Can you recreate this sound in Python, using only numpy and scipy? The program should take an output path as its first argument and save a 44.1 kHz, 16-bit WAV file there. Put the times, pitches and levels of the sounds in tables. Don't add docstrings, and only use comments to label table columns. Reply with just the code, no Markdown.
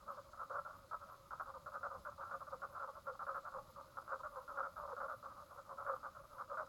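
import sys
import numpy as np
from scipy import signal
from scipy.fft import rfft, irfft
from scipy.io import wavfile

SR = 44100
rng = np.random.default_rng(int(sys.argv[2]) if len(sys.argv) > 2 else 0)


def log_audio(samples):
    frames = np.atleast_2d(samples).T
    limited = np.clip(frames, -1, 1)
    pcm = np.round(limited * 32767).astype(np.int16)
    wavfile.write(sys.argv[1], SR, pcm)


def amplitude_ratio(level_db):
    exponent = np.asarray(level_db, float) / 20
    return 10 ** exponent


N = 294588

# frequency_hz, density_db
WIND_SPECTRUM = [(12, -12), (20, -4), (76, 2.5), (105, 1), (313, -9.5), (420, -16), (550, -36), (920, -120)]
# frequency_hz, density_db
AIR_SPECTRUM = [(300, -4.5), (2000, -8), (3000, -16), (8800, -20), (14000, -21.5), (17000, -16),
                (19000, -31)]
# frequency_hz, density_db
MIDDLE_DRONE = [(1900, -10.5), (2600, -2.5), (3120, 0), (3910, 4.5), (5020, 3), (5500, 0.5), (5900, -18),
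                (6500, -18)]
# frequency_hz, density_db
UPPER_DRONE = [(4000, -33), (5000, -13), (5900, -6), (6300, -2), (7200, -4.5), (8000, -9), (9500, -15.5)]
# pitch_hz, level_db
WHISTLES = [
    (3973, -90.5),
    (4963, -89.5),
]
# frequency_hz, density_db
BUZZ_SPECTRUM = [(8000, -36), (9300, -8.5), (10300, -2), (11100, 0.5), (12500, -3.5), (14000, -5.5),
                 (16000, -19)]
# frequency_hz, density_db
CHIRP_SPECTRUM = [(9500, -14), (11000, 1), (12500, 1), (13700, 5), (15500, -16), (17000, -5)]
# start_s, level_db
CHIRPS = [(.117, -81), (.444, -84), (.78, -83), (1.125, -82), (1.426, -80), (1.743, -84), (2.049, -83),
          (2.406, -88), (2.727, -82), (3.045, -86), (3.364, -82), (3.71, -81), (4.057, -89), (4.427, -86),
          (4.518, -87), (4.79, -80), (5.18, -84), (5.556, -83), (5.955, -84), (6.4, -88)]
# start_s, level_db, length_s, pulse_rate_hz
HIDDEN_FROGS = [(.333, -52, 0.019, 308), (.395, -44.5, 0.042, 288), (.731, -54, 0.034, 284.6),
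                (1.088, -53, 0.039, 281), (.934, -43.5, 0.014, 291), (1.122, -55, 0.028, 285.6),
                (1.308, -43, 0.035, 273.3), (1.398, -39, 0.026, 308.6), (2.114, -53.5, 0.019, 288),
                (2.209, -43.5, 0.038, 278.6), (2.255, -52, 0.076, 258), (2.749, -45.5, 0.037, 310.7),
                (3.193, -42.5, 0.043, 290), (3.323, -50, 0.044, 267), (3.451, -44.5, 0.04, 293),
                (3.521, -52, 0.025, 273), (3.971, -41.5, .016, 274.7), (4.079, -44.5, 0.035, 289.3),
                (5.286, -53.5, 0.046, 276), (5.935, -51, 0.046, 269), (6.0, -65, .052, 266),
                (6.066, -49.5, 0.021, 280.6), (6.383, -44, 0.046, 269.2), (.002, -62, 0.02, 280),
                (5.247, -49, 0.021, 279), (6.047, -42, .018, 282), (6.398, -48, 0.018, 279),
                (1.258, -65, .03, 292)]
# start_s, level_db, length_s, pulse_rate_hz
LARGE_FROGS = [(.024, -59, 0.021, 281), (.064, -54, 0.03, 289), (1.54, -49.5, 0.035, 264),
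               (1.923, -49.5, .053, 259.4), (2.18, -50.5, 0.037, 275.5), (2.508, -51.5, 0.033, 270.5),
               (2.524, -43, 0.024, 261.3), (2.688, -60.5, 0.034, 263), (2.875, -48, .028, 275.4),
               (3.059, -55.5, 0.039, 268.3), (3.54, -44.5, .037, 264.8), (3.57, -46.5, 0.027, 285.2),
               (3.689, -58, 0.018, 265), (3.761, -52, 0.037, 278.7), (4.195, -51, 0.026, 269.7),
               (4.32, -56.5, 0.034, 288), (4.359, -45, 0.035, 258), (4.542, -49, 0.047, 274),
               (4.82, -47.5, 0.045, 284), (4.877, -46.5, .049, 281.8), (5.058, -45, 0.011, 281),
               (5.345, -60, .029, 279.5), (5.547, -57.5, .019, 257.5), (5.693, -48, 0.048, 272.6),
               (6.348, -55.5, 0.032, 278.5), (6.612, -45.5, 0.022, 277.2)]
# start_s, level_db, length_s, pulse_rate_hz
MIDDLE_FROGS = [(.08, -45, 0.042, 285), (.123, -56, 0.046, 257), (.288, -57.5, 0.0088, 296),
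                (.374, -52.5, 0.061, 264.5), (.912, -43, 0.043, 300.5), (1.458, -49, .052, 269),
                (1.72, -50.5, 0.035, 285), (1.809, -54, .018, 272), (1.902, -46.5, 0.028, 272.6),
                (1.944, -55, 0.032, 276.2), (2.406, -46.5, 0.025, 282.7), (2.755, -51, 0.015, 326),
                (2.831, -43, .019, 272.6), (2.954, -51.5, 0.033, 283), (3.136, -53.5, 0.025, 278),
                (3.798, -51, 0.022, 292), (3.834, -62, .029, 313), (4.403, -55, 0.036, 264.7),
                (4.767, -47, 0.05, 297.7), (5.228, -48.5, 0.044, 277), (5.367, -52.5, 0.038, 284.5),
                (5.785, -45.5, 0.045, 283.7), (6.031, -44, .039, 278), (6.53, -44.5, 0.028, 274.3)]
# start_s, level_db, length_s, pulse_rate_hz
FLOATING_FROGS = [(.171, -49, 0.027, 284), (.498, -45, 0.014, 268), (.512, -42.5, .059, 282.2),
                  (.785, -62, 0.024, 300.5), (1.058, -65.5, 0.073, 306), (2.727, -54, .017, 288),
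                  (2.933, -62, 0.056, 304.4), (3.069, -42.5, 0.039, 265.3), (3.431, -59, 0.076, 289),
                  (3.938, -61.5, 0.031, 286), (4.062, -57, 0.052, 282.3), (4.098, -48.5, 0.072, 277),
                  (4.92, -45, 0.018, 253), (5.028, -43, 0.0308, 274.8), (5.221, -78, 0.06, 278),
                  (5.885, -43, 0.0265, 278.7), (5.407, -55.5, 0.03, 295), (5.504, -54, .031, 288.4),
                  (5.575, -50, .026, 281), (5.652, -60, .032, 289.4), (5.773, -52, 0.029, 281),
                  (5.848, -49, .012, 299), (5.908, -43, 0.035, 265.8), (6.186, -56.5, 0.025, 286),
                  (6.238, -58, .017, 308), (6.308, -56.5, 0.034, 289.7), (6.479, -60, 0.029, 302),
                  (6.499, -45, 0.024, 283), (6.674, -57, .032, 300)]
# start_s, level_db, length_s, pulse_rate_hz
SMALL_FROGS = [(.556, -40.5, 0.043, 289.6), (.65, -46.5, 0.032, 290.7), (.689, -50, .027, 303),
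               (1.015, -50.5, 0.026, 283.6), (1.377, -57, 0.029, 263), (1.661, -45.5, 0.029, 287),
               (1.742, -42, 0.033, 277), (1.831, -40, 0.039, 282.4), (2.051, -43.5, 0.043, 294.5),
               (2.312, -41, 0.0446, 277), (2.469, -49, 0.022, 290), (2.619, -41.5, 0.034, 275.4),
               (2.797, -44, 0.048, 278.2), (3.266, -48, 0.027, 262), (3.268, -41.5, 0.051, 276.2),
               (3.345, -40.5, .039, 281.7), (4.018, -54.5, 0.015, 323), (4.121, -37, 0.022, 274.6),
               (4.234, -43, 0.038, 297), (4.479, -46.5, 0.048, 287), (4.574, -37.5, 0.0435, 271.7),
               (4.631, -41, 0.04, 281.5), (4.762, -48.5, 0.038, 285.3), (4.966, -44.5, 0.025, 286.6),
               (5.003, -39.5, 0.0202, 273), (5.082, -43, 0.043, 302.3), (5.127, -45, 0.017, 270),
               (5.865, -38, 0.045, 275.3), (6.15, -50, 0.027, 293.4), (6.572, -38.5, 0.043, 310)]
# croaks, throat_hz, sac_db (against the throat)
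VOICES = [(SMALL_FROGS, 1312, -11.5), (MIDDLE_FROGS, 1222, -11), (LARGE_FROGS, 1157, -6),
          (FLOATING_FROGS, 1265, -4.5), (HIDDEN_FROGS, 1275, -21)]
# delay_s, level_db
TREE_ECHOES = [
    (0.012, -11),
    (0.022, -13.5),
    (0.042, -32.5),
    (.067, -23.5),
    (0.103, -56.5),
    (0.16, -40.5),
]
# frequency_hz, gain_db
SAND_PATH = [(200, -35), (400, -6.5), (480, -1), (1350, 0), (1550, -5.5), (1830, -16.5), (2500, -17),
             (3500, -36.5)]

WIND_DB, WIND_PATCHY_DB, AIR_DB = -68, 2.8, -76
GUST_S, GUST_DB, GUST_HALF_S = 1.98, 6.5, .058
DRONE_DB, DRONE_WANDER_DB, UPPER_DRONE_DB = -78, .4, -82
BUZZ_DB, BUILD_DB, BUILD_DB_PER_S = -82.5, 1.5, .7
CHIRP_HALF_S = .014
THROAT_HZ_PER_DB, USUAL_DB = 2.5, -47
FAR_FROGS_DB = -71.5
CUTOFF_HZ = 17150


def rms_one(x):
    return x / np.sqrt(np.mean(x ** 2) + 1e-20)


def drift(rate_hz):
    pole = np.exp(-80 * np.pi * rate_hz / SR)
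    noise = rng.standard_normal(N // 40 + 2002)
    slow = signal.lfilter([1], [1, -2 * pole, pole * pole], noise)[2000:]
    return np.interp(np.arange(N) / 40, np.arange(len(slow)), rms_one(slow))


def coloured(spectrum, patchy_db):
    hz = np.arange(N // 2 + 1) * SR / N + 1
    at_hz, db = np.transpose(spectrum)
    whole = rfft(rng.standard_normal(N)) * amplitude_ratio(np.interp(np.log(hz), np.log(at_hz), db, -99, -99))
    band = np.floor(3 * np.log2(hz / at_hz[0]))
    count = int(3 * np.log2(at_hz[-1] / at_hz[0])) + 1
    together = drift(7.0)
    out = np.zeros(N)
    for k in range(count):
        flicker_db = patchy_db * (.18 * together + drift(8.0))
        out += irfft(whole * (band == k), N) * amplitude_ratio(flicker_db)
    return rms_one(out)


def wind():
    t = np.arange(N) / SR
    gust_db = GUST_DB * np.exp(-((t - GUST_S) / GUST_HALF_S) ** 2)
    return amplitude_ratio(WIND_DB + gust_db) * coloured(WIND_SPECTRUM, WIND_PATCHY_DB)


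def still_air():
    return amplitude_ratio(AIR_DB) * coloured(AIR_SPECTRUM, patchy_db=.15)


def throb(rate_hz, depth, sharp):
    turn = np.cumsum(rate_hz * (1 + .002 * drift(1.0))) / SR
    return rms_one(1 + depth * (.5 + .5 * np.cos(2 * np.pi * turn)) ** sharp)


def cicadas():
    flutter = amplitude_ratio(1.17 * drift(39.0))
    middle = throb(200, .33, 4) * coloured(MIDDLE_DRONE, patchy_db=.47)
    middle *= amplitude_ratio(DRONE_DB + DRONE_WANDER_DB * drift(3.7))
    upper = amplitude_ratio(UPPER_DRONE_DB) * throb(60, .5, 1.5) * coloured(UPPER_DRONE, patchy_db=.6)
    return flutter * (middle + upper)


def whistles():
    out = np.zeros(N)
    for pitch_hz, level_db in WHISTLES:
        phase = 2 * np.pi * np.cumsum(pitch_hz + 3.1 * drift(2.0)) / SR
        out += amplitude_ratio(level_db - 1 + 2.5 * drift(1.8)) * np.sin(phase)
    return out


def near_insect():
    t = np.arange(N) / SR
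    s = np.transpose(CHIRPS)[0]
    build_db = .65 * (BUILD_DB + BUILD_DB_PER_S * s)
    corners_s = np.ravel([s - .06, s + .016, s + .052], "F")
    climb_db = np.interp(t, corners_s, np.ravel([build_db, build_db, 0 * s], "F"))
    buzz = amplitude_ratio(BUZZ_DB + climb_db) * coloured(BUZZ_SPECTRUM, patchy_db=.8)
    strokes = np.zeros(N)
    for start_s, level_db in CHIRPS:
        strokes += amplitude_ratio(level_db + 5) * np.exp(-((t - start_s) / CHIRP_HALF_S) ** 2)
    return buzz + strokes * coloured(CHIRP_SPECTRUM, patchy_db=1)


def rings(t, at, hz, decay_s, rise_s):
    age = np.maximum(t - at[:, None], 0)
    envelope = (1 - np.exp(-age / rise_s)) * np.exp(-age / decay_s)
    return envelope * np.sin(2 * np.pi * hz[:, None] * age)


def croak(length, rate_hz, throat_hz, sac_db, chance):
    t = np.arange(int((length + .025) * SR)) / SR
    beat = np.arange(18) / rate_hz
    part = beat / length
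    on = np.clip((1.25 - part) / .32, 0, 1)
    at = beat * (.94 + .0441 * part)
    effort = on * (1 + .4 * np.sin(np.pi * part) - .2 * part + .55 * np.exp(-beat / .003))

    loose = np.minimum(2.1 * part, 1)
    high_hz = throat_hz * (1.055 - .081 * part)
    in_step = np.round(at * high_hz[0]) / high_hz[0]
    slip = np.maximum(in_step + loose * (at - in_step + .00023 * chance[0]), 0)
    force = effort * amplitude_ratio(3.74 * loose * np.clip(chance[1], -3, 1.4))
    scatter = 1 + .03 * loose * chance[2]

    throat = (force * (1 - .45 * part)) @ rings(t, slip, high_hz * scatter, .002, .0004)
    low_hz = .916 * throat_hz / scatter
    throat += (force * (.21 + part)) @ rings(t, slip, low_hz, .0018, .00042)
    mouth = force @ rings(t, slip, 800 * (1 + .22 * chance[3]), .002, .00054)

    swell = on * (.5 + .5 * part ** .33) * amplitude_ratio(3.1 * chance[3])
    sac_at = np.maximum(at + .00013 * chance[2], 0)
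    sac_hz = 2 * rate_hz * (1.045 - .065 * part)
    sac = swell @ rings(t, sac_at, sac_hz, .0028, .0011)

    span = slice(0, int(length * SR))
    upper = (throat + amplitude_ratio(-12) * mouth) / np.std(throat[span])
    return upper + amplitude_ratio(sac_db + 1.5) * sac / np.std(sac[span])


def frogs(table):
    beds = np.zeros((4, N + 8000))
    chances = rng.standard_normal((len(table), 5, 18))
    for k, (start_s, level_db, *voice) in enumerate(table):
        chance = chances[k]
        sound = amplitude_ratio(level_db - 2) * croak(*voice, chance)
        i = int((start_s - .0005) * SR)
        bounce = i + int(SR * (.001462 + .0012 * abs(chance[4, 0])))
        beds[k % 4, i:i + len(sound)] += sound
        beds[k % 4, bounce:bounce + len(sound)] += .24 * sound
    return beds[:, :N]


def near_frogs():
    table = []
    for croaks, throat_hz, sac_db in VOICES:
        for row in croaks:
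            table.append((*row, throat_hz + THROAT_HZ_PER_DB * (row[1] - USUAL_DB), sac_db))
    return frogs(table)


def far_frogs(count=260):
    u = rng.random((count, 6))
    u[:, 0] = (u[:, 0] + np.arange(count)) / count
    table = u * [N / SR, 5, .02, 40, 300, 6] + [.01, -4, .03, 260.5, 1080.5, -6.5]
    return amplitude_ratio(FAR_FROGS_DB) * rms_one(frogs(table))


def trees(beds):
    response = np.zeros((4, 12000))
    cluster = rms_one(np.exp(-np.arange(1200) / (SR * .0021)))
    for delay_s, level_db in TREE_ECHOES:
        i = int(delay_s * SR)
        leaves = rng.standard_normal((4, 1200)) / np.sqrt(1200)
        response[:, i:i + 1200] += amplitude_ratio(level_db) * cluster * leaves
    return signal.fftconvolve(beds, response, axes=1)[:, :N]


def along_path(x):
    at_hz, db = np.transpose(SAND_PATH)
    hz = np.arange(2049) * SR / 4096 + 1
    gain = amplitude_ratio(np.interp(np.log(hz), np.log(at_hz), db))
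    cepstrum = irfft(np.log(gain))
    cepstrum[1:2048] *= 2
    cepstrum[2049:] = 0
    return signal.fftconvolve(x, irfft(np.exp(rfft(cepstrum))))[:N]


def scene():
    background = wind() + still_air() + cicadas() + whistles() + near_insect()
    beds = near_frogs() + far_frogs()
    voices = along_path(np.sum(beds + trees(beds), axis=0))
    return (background + voices)[None]


def roll_off(x):
    return signal.sosfilt(signal.butter(12, 17100, fs=SR, output="sos"), x)


def record(dry):
    low_pass = signal.ellip(10, 1, 40, CUTOFF_HZ, fs=SR, output="sos")
    mix = signal.sosfilt(low_pass, dry)
    return roll_off(mix)


dry = scene()
out = record(dry)
log_audio(out)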